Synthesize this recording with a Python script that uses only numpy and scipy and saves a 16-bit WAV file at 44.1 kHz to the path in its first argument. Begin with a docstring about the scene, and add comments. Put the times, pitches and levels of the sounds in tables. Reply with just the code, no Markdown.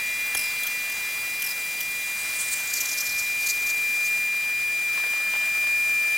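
"""Air escaping from a tire valve

A truck tire empties in a yard, a few metres away. The turbulent jet hisses, and resonance of the valve
bore holds a pure whistle, with a flutter and a lower, wavering edge tone beside it. Fingers at the
valve make the air squeak, then spray in spurts. The tire is bumped once; later come soft knocks."""
import sys
import numpy as np
from scipy import signal
from scipy.fft import rfft, irfft
from scipy.io import wavfile
from scipy.ndimage import uniform_filter1d

SR = 44100
rng = np.random.default_rng(int(sys.argv[2]) if len(sys.argv) > 2 else 0)


def transcribe(u):
    """Save the signal u as a 16-bit wav file named by the first command-line argument.

    u: samples, shape (n,) or (channels, n), limited to [-1, 1]; the rate is SR.
    q: integer samples, one column per channel.
    """
    v = np.clip(np.atleast_2d(u).T, -1, 1)
    q = np.round(v * 32767).astype(np.int16)
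    wavfile.write(sys.argv[1], SR, q)


N = 272097
TIME = np.arange(N) / SR
WHISTLE_HZ, FLUTTER_HZ = 2400.3, 326

# Fundamental of the whistle: t/s, level/dB
WHISTLE_LEVEL = [(0, -29), (.5, -28.7), (1.0, -31), (2.97, -31), (3.18, -28), (4.16, -24.5), (4.32, -26.5),
                 (5.2, -26), (5.8, -23), (6.17, -23.5)]
# Its overtones: harmonic number, level/dB
WHISTLE_OVERTONES = [(2, -48), (3, -55.5), (4, -58)]
# Its sidebands: multiple of the whistle, multiple of the flutter (order), relative level/dB
SIDEBANDS = [(1, -1, 3), (1, 1, 0.5), (1, 3, -2.5), (2, -1, -6), (2, 1, -6), (1, -2, -1.5), (1, 2, -12.5),
             (0, 2, -17.5), (0, 3, -15), (0, 4, -14)]
# Base level of the even-order sidebands: t/s, level/dB
EVEN_SIDEBAND_LEVEL = [(0, -45.5), (1.8, -51), (2.5, -48.5), (4.8, -45.5), (5.42, -39), (5.7, -42.5),
                       (6.17, -40)]
# Stereo width of the hiss, nearly mono until about 4 s and then wide, with the whistle slightly
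# to the left: t/s, hiss side over mid/dB, whistle left over right/dB
STEREO_WIDTH = [(3.05, -28, 0), (3.6, -24, 1.1), (4.0, -8.5, 1.4), (4.8, -5.3, 1.3), (6.17, -5.3, 1.3)]
# Fundamental of the edge tone: t/s, f/Hz
EDGE_PITCH = [(0, 1948), (.35, 1977), (1.3, 1965), (4.1, 1963), (6.17, 1941)]
# Its partials: harmonic number, relative level/dB
EDGE_PARTIALS = [(1, -1.5), (2, -5.5), (3, -9), (4, -11.5), (5, -14)]
# Spectrum of the free jet: f/Hz, relative level/dB
HISS_SPECTRUM = [(2500, -8.5), (3200, -5), (4200, -2.5), (5000, -0.5), (7500, 1), (9500, 0.5), (11000, 0),
                 (13000, 0), (15000, 0.5), (16000, 0.5)]
# Spectrum of the rush in the bore: f/Hz, relative level/dB
RUSH_SPECTRUM = [(200, -17), (500, -12), (800, -8), (1200, -3.5), (1650, 1), (1900, -2), (2300, 5),
                 (2550, -2), (3000, -3.5), (4000, -5), (7000, -27)]
# Strength of that rush: t/s, level/dB
RUSH_LEVEL = [(0, -43), (.45, -40), (1.9, -43), (2.35, -39), (2.7, -41.5), (4.8, -43), (5.3, -41),
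              (6.17, -42)]
# The jet brushes the fingers as they close in and draw away: t/s, level/dB, cavity resonance f/Hz
SPRAY_FLOW = [(1.9, -46, 9000), (2.35, -35.5, 9100), (2.7, -36, 6860), (2.95, -35.5, 5870),
              (3.5, -42.5, 6050), (3.8, -42.5, 6700), (4.3, -50, 7100)]
# Spectrum of the spray: f/Hz, relative level/dB
SPRAY_SPECTRUM = [(1000, -37), (3400, -8), (4200, 1), (5500, -1.5), (8000, -0.5), (11000, -3.5),
                  (14000, -5), (16000, -9.5)]
# Spurts of the spray: onset t/s, duration/s, level/dB
SPURTS = [(2.38, 0.068, -30), (2.508, 0.044, -27), (2.734, 0.012, -22), (2.744, 0.06, -28.5),
          (2.801, .021, -23), (2.853, 0.013, -25.5), (2.886, .016, -30), (2.969, 0.03, -28.5),
          (2.999, .024, -27.5), (3.051, 0.035, -30.5), (3.09, .018, -29), (3.173, 0.047, -29),
          (3.393, 0.073, -34), (3.459, 0.024, -24.5), (3.481, 0.043, -24), (3.661, .02, -31.5),
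          (3.687, 0.035, -30.5), (4.03, .07, -33.5)]
# Air pinched at the valve: onset t/s, duration/s, level/dB, decay/(dB/s), upper spectral peak f/Hz
SQUEAKS = [(.346, .17, -24, 127, 10800), (0.631, .015, -30.5, 0, 12000), (0.665, .015, -28, 0, 13000),
           (.895, .035, -35, 0, 11900), (1.418, .1, -28.5, 65, 12100), (1.803, .038, -27, 450, 13400)]
# Bands of one bump against the tire: centre f/Hz, level/dB
BUMP_BANDS = [(90, -38.5), (350, -33), (1500, -26.5)]
# Soft knocks of handling: t/s, level/dB
KNOCKS = [(4.976, -30.5), (5.037, -30), (5.063, -34), (5.135, -32), (5.336, -28), (5.352, -31.5),
          (5.433, -34), (5.641, -33), (5.669, -31)]
# Spectrum of the open air: f/Hz, relative level/dB
YARD_SPECTRUM = [(15, 0), (40, 0), (100, -1), (200, 0), (400, -1), (800, -0.5), (2000, -22), (8000, -59)]


def whistle(sideband_phase_rad=1.2, odd_fade_db_per_s=1.9):
    """Resonance of the bore locks the tone to one pitch; modulation by the flutter adds sidebands."""
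    level_db, = follow(WHISTLE_LEVEL)
    phase = 2 * np.pi * WHISTLE_HZ * TIME + 0.033 * drift(60)
    fundamental = amp(level_db + 0.5 * drift(18)) * np.sin(phase)
    overtones = sum(amp(db + 1.1 * drift(17)) * np.sin(round(k) * phase) for k, db in WHISTLE_OVERTONES)
    flutter_phase = 2 * np.pi * np.cumsum(FLUTTER_HZ + 1.184 * drift(16.5)) / SR
    odd_db = -47 - odd_fade_db_per_s * TIME  # odd orders fade as the tire empties
    even_db, = follow(EVEN_SIDEBAND_LEVEL)
    sidebands = np.zeros(N)
    for k, order, db in SIDEBANDS:
        base_db = odd_db if round(order) % 2 else even_db
        gain = amp(base_db + db + 2.0 * drift(11.5))
        sidebands += gain * np.sin(round(k) * phase + round(order) * flutter_phase + sideband_phase_rad)
    _, left_db = follow(STEREO_WIDTH)
    return np.sqrt(2) * (pan(fundamental + overtones, left_db) + sidebands)


def jet(shift_s=4.18, shift_takes_s=0.15, drop_db=3, recovery_db_per_s=1.13):
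    """Turbulence radiates broadband noise: a hiss from the free jet, a darker rush from the bore."""
    since_shift = np.maximum(TIME - shift_s, 0)  # the fingers shift: the hiss dips, then recovers
    dip_db = drop_db * np.minimum(since_shift / shift_takes_s, 1)
    hiss_db = -34.5 - dip_db + recovery_db_per_s * since_shift
    rush_db, = follow(RUSH_LEVEL)
    width_db, _ = follow(STEREO_WIDTH)
    hiss = noise(lambda t, hz: colour(HISS_SPECTRUM, hz), side_db=width_db, patchy_db=1.03)
    rush = noise(lambda t, hz: colour(RUSH_SPECTRUM, hz), side_db=width_db - 12.5, patchy_db=1.57)
    turbulence = amp(.5 * drift(28))
    return pan(hiss * amp(hiss_db) + rush * amp(rush_db), left_db=0.66) * turbulence


def edge_tone(wander_hz=2.5, fade_db_per_s=1.05):
    """Flow oscillates at the valve lip; the tone wanders with the flow and fades with the pressure."""
    hz = follow(EDGE_PITCH)[0] + wander_hz * drift(2.99)
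    level_db = -42 - fade_db_per_s * TIME + 0.7 * drift(4.7)
    phase = 2 * np.pi * np.cumsum(hz + 2 * drift(57)) / SR
    return np.sqrt(2) * sum(amp(level_db + db + 2.43 * drift(25)) * np.sin(round(k) * phase)
                            for k, db in EDGE_PARTIALS)


def spray(ripple_db=4.5):
    """Air glances off the fingers; the cavity under them resonates at multiples of one frequency."""
    def cavity_db(t, hz):
        _, resonance_hz = follow(SPRAY_FLOW, t)
        return colour(SPRAY_SPECTRUM, hz) + ripple_db * np.cos(2 * np.pi * hz / resonance_hz)
    level_db, _ = follow(SPRAY_FLOW)
    brushing = (TIME > SPRAY_FLOW[0][0]) & (TIME < SPRAY_FLOW[-1][0])
    flow = amp(level_db + 2.7 * drift(45)) * brushing
    spurts = np.zeros(N)
    for start, length, db in SPURTS:
        progress = np.linspace(0, 1, int(length * SR))
        add(spurts, start, amp(db) * np.sin(np.pi * progress ** 0.91))  # opens faster than it closes
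    return noise(cavity_db, side_db=-44, patchy_db=2.2) * np.hypot(flow, spurts)


def squeaks(period_s=.0205, pinch_hz=3218, settle_s=.024, dulling_db_per_s=130):
    """Flow through a narrow gap oscillates in ragged, falling chirps that lengthen until they merge."""
    out, jitter, rasp = np.zeros(N), drift(570), drift(900)
    for start, length, db, fade_db_per_s, bright_hz in SQUEAKS:
        scatter = rng.uniform(-0.95, 1, size=(20, 3))
        for age, (loud, sharp, slide) in zip(np.arange(0, length, period_s), scatter):
            onset = start + age
            progress = np.linspace(0, 1, int((0.0136 + 0.166 * age) * SR))
            pinch = np.exp(-age / settle_s)  # as it eases, the pitch settles back on the whistle
            centre_hz = (WHISTLE_HZ + (pinch_hz - WHISTLE_HZ) * pinch) * (1 + .035 * sharp)
            sweep = 0.0816 * (1 + slide) + .11 * pinch  # share of the pitch
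            roughness = 1 + 0.033 * jitter[int(onset * SR):][:len(progress)]
            hz = centre_hz * (1 + sweep * (.5 - progress)) * roughness
            gain = amp(db - fade_db_per_s * age + 1.5 * loud)
            add(out, onset, gain * chirp(hz, bright_hz, bright_db=-dulling_db_per_s * age))
    return out * (1 + 0.44 * rasp)


def chirp(hz, bright_hz, bright_db, low_hz=5050, low_db=-8.5, width_hz=2200, skirt_db=-11):
    """Two formants weight six gliding harmonics; the upper one and a flat skirt follow bright_db."""
    phase = 2 * np.pi * (np.cumsum(hz) / SR + rng.random())
    tone = np.zeros(len(hz))
    for k in range(1, 7):
        low = amp(low_db) * np.exp(-((k * hz - low_hz) / width_hz) ** 2)
        bright = amp(bright_db) * np.exp(-((k * hz - bright_hz) / width_hz) ** 2)
        tone += (amp(skirt_db + bright_db) + low + bright) * np.sin(k * phase)
    return unit(tone) * signal.windows.tukey(len(hz), .6)


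def knocks(t60_s=0.033, bump_s=.349, knock_hz=1365, rattle_db=-36.5):
    """Heavily damped impacts die at once: one full bump, then light knocks amid a faint rattle."""
    out, t = np.zeros((2, N)), np.arange(SR // 8) / SR
    decay = np.exp(-np.log(1000) * t / t60_s)
    rattle = [(s, rattle_db) for s in rng.uniform(KNOCKS[0][0], KNOCKS[-1][0], size=14)]
    bump = [(bump_s, db, hz, 0) for hz, db in BUMP_BANDS]
    taps = [(s, db, knock_hz, 1) for s, db in KNOCKS + rattle]
    for onset, db, hz, stereo_spread in bump + taps:
        band = signal.butter(2, [hz / 2, hz * 2.07], "band", fs=SR, output="sos")
        blow = signal.sosfilt(band, decay * rng.standard_normal((2, len(t))))
        mid, side = amp(db) * np.linalg.norm(decay) * blow / np.linalg.norm(blow, axis=1, keepdims=True)
        add(out[0], onset, mid + stereo_spread * side)
        add(out[1], onset, mid - stereo_spread * side)
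    return out


def yard_echo(x, t60_s=0.12, wet_db=-16):
    """Scattering from ground and machines adds sparse reflections, different on each side."""
    t = np.arange(SR // 4) / SR
    reflections = rng.standard_normal((2, len(t))) * (rng.random((2, len(t))) < .05)
    reflections *= np.exp(-np.log(1000) * t / t60_s)
    reflections /= np.linalg.norm(reflections, axis=1, keepdims=True)
    return x + amp(wet_db) * signal.fftconvolve(x, reflections, axes=1)[:, :N]


def open_air():
    """Ambient noise with its energy at low frequencies is heard as a murmur."""
    murmur = noise(lambda t, hz: colour(YARD_SPECTRUM, hz), side_db=-8.0, patchy_db=1, size=2048)
    return pan(amp(-54.5) * murmur, left_db=-2.0)


def noise(spectrum_db, side_db, patchy_db, size=512):
    """Random Fourier components sum to stereo noise of spectrum_db(t, hz), with drifting patches."""
    hop = size // 4
    t, hz = np.arange(N // hop + 5)[:, None] * hop / SR, np.fft.rfftfreq(size, 1 / SR)
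    real, imag = rng.standard_normal((2, 2, len(t), len(hz)))
    patches = uniform_filter1d(rng.standard_normal(real.shape[1:]), size=10, axis=0)
    patches = unit(uniform_filter1d(patches, size=12, axis=1))
    spectra = (real + 1j * imag) * amp(spectrum_db(t, hz) + patchy_db * patches)
    mid, side = signal.istft(spectra.swapaxes(1, 2), nperseg=size, noverlap=size - hop)[1][:, :N]
    return unit(mid) + amp(side_db) * unit(side) * np.array([[1], [-1]])


def drift(rate_hz):
    """Low-pass noise gives a random fluctuation of unit rms, mostly slower than the rate."""
    hz = np.fft.rfftfreq(N, 1 / SR)
    return unit(irfft(rfft(rng.standard_normal(N)) / (1 + (hz / rate_hz) ** 2), N))


def amp(db):
    """Amplitude ratio of a level in decibels."""
    return 10 ** (np.asarray(db) / 20)


def unit(x):
    """Normalisation to unit rms."""
    return x / np.sqrt(np.mean(x ** 2) + 1e-20)


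def follow(rows, t=TIME):
    """Linear interpolation of each column of a time table at the times t."""
    times, *columns = np.transpose(rows)
    return [np.interp(t, times, column) for column in columns]


def colour(points, hz):
    """Interpolation of a spectrum in dB on a log-frequency axis."""
    f, db = np.transpose(points)
    return np.interp(np.log(hz + 1), np.log(f), db)


def add(mix, onset_s, sound):
    """Superposition of a short sound on the mix."""
    part = mix[round(onset_s * SR):][:len(sound)]
    part += sound[:len(part)]


def pan(x, left_db):
    """A level difference between the channels sets the direction of a sound."""
    return x * amp(left_db * np.array([[.5], [-.5]]))


def scene():
    """Superposition of the valve, the handling sounds and the open air."""
    return whistle() + edge_tone() + jet() + spray() + yard_echo(squeaks() + knocks()) + open_air()


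def record(dry, cutoff_hz=15900):
    """A linear-phase low-pass filter limits the bandwidth."""
    low_pass = signal.firwin(511, cutoff_hz, window=("kaiser", 9), fs=SR)
    return signal.oaconvolve(dry, low_pass[None], "same", axes=1)


dry = scene()
out = record(dry)
transcribe(out)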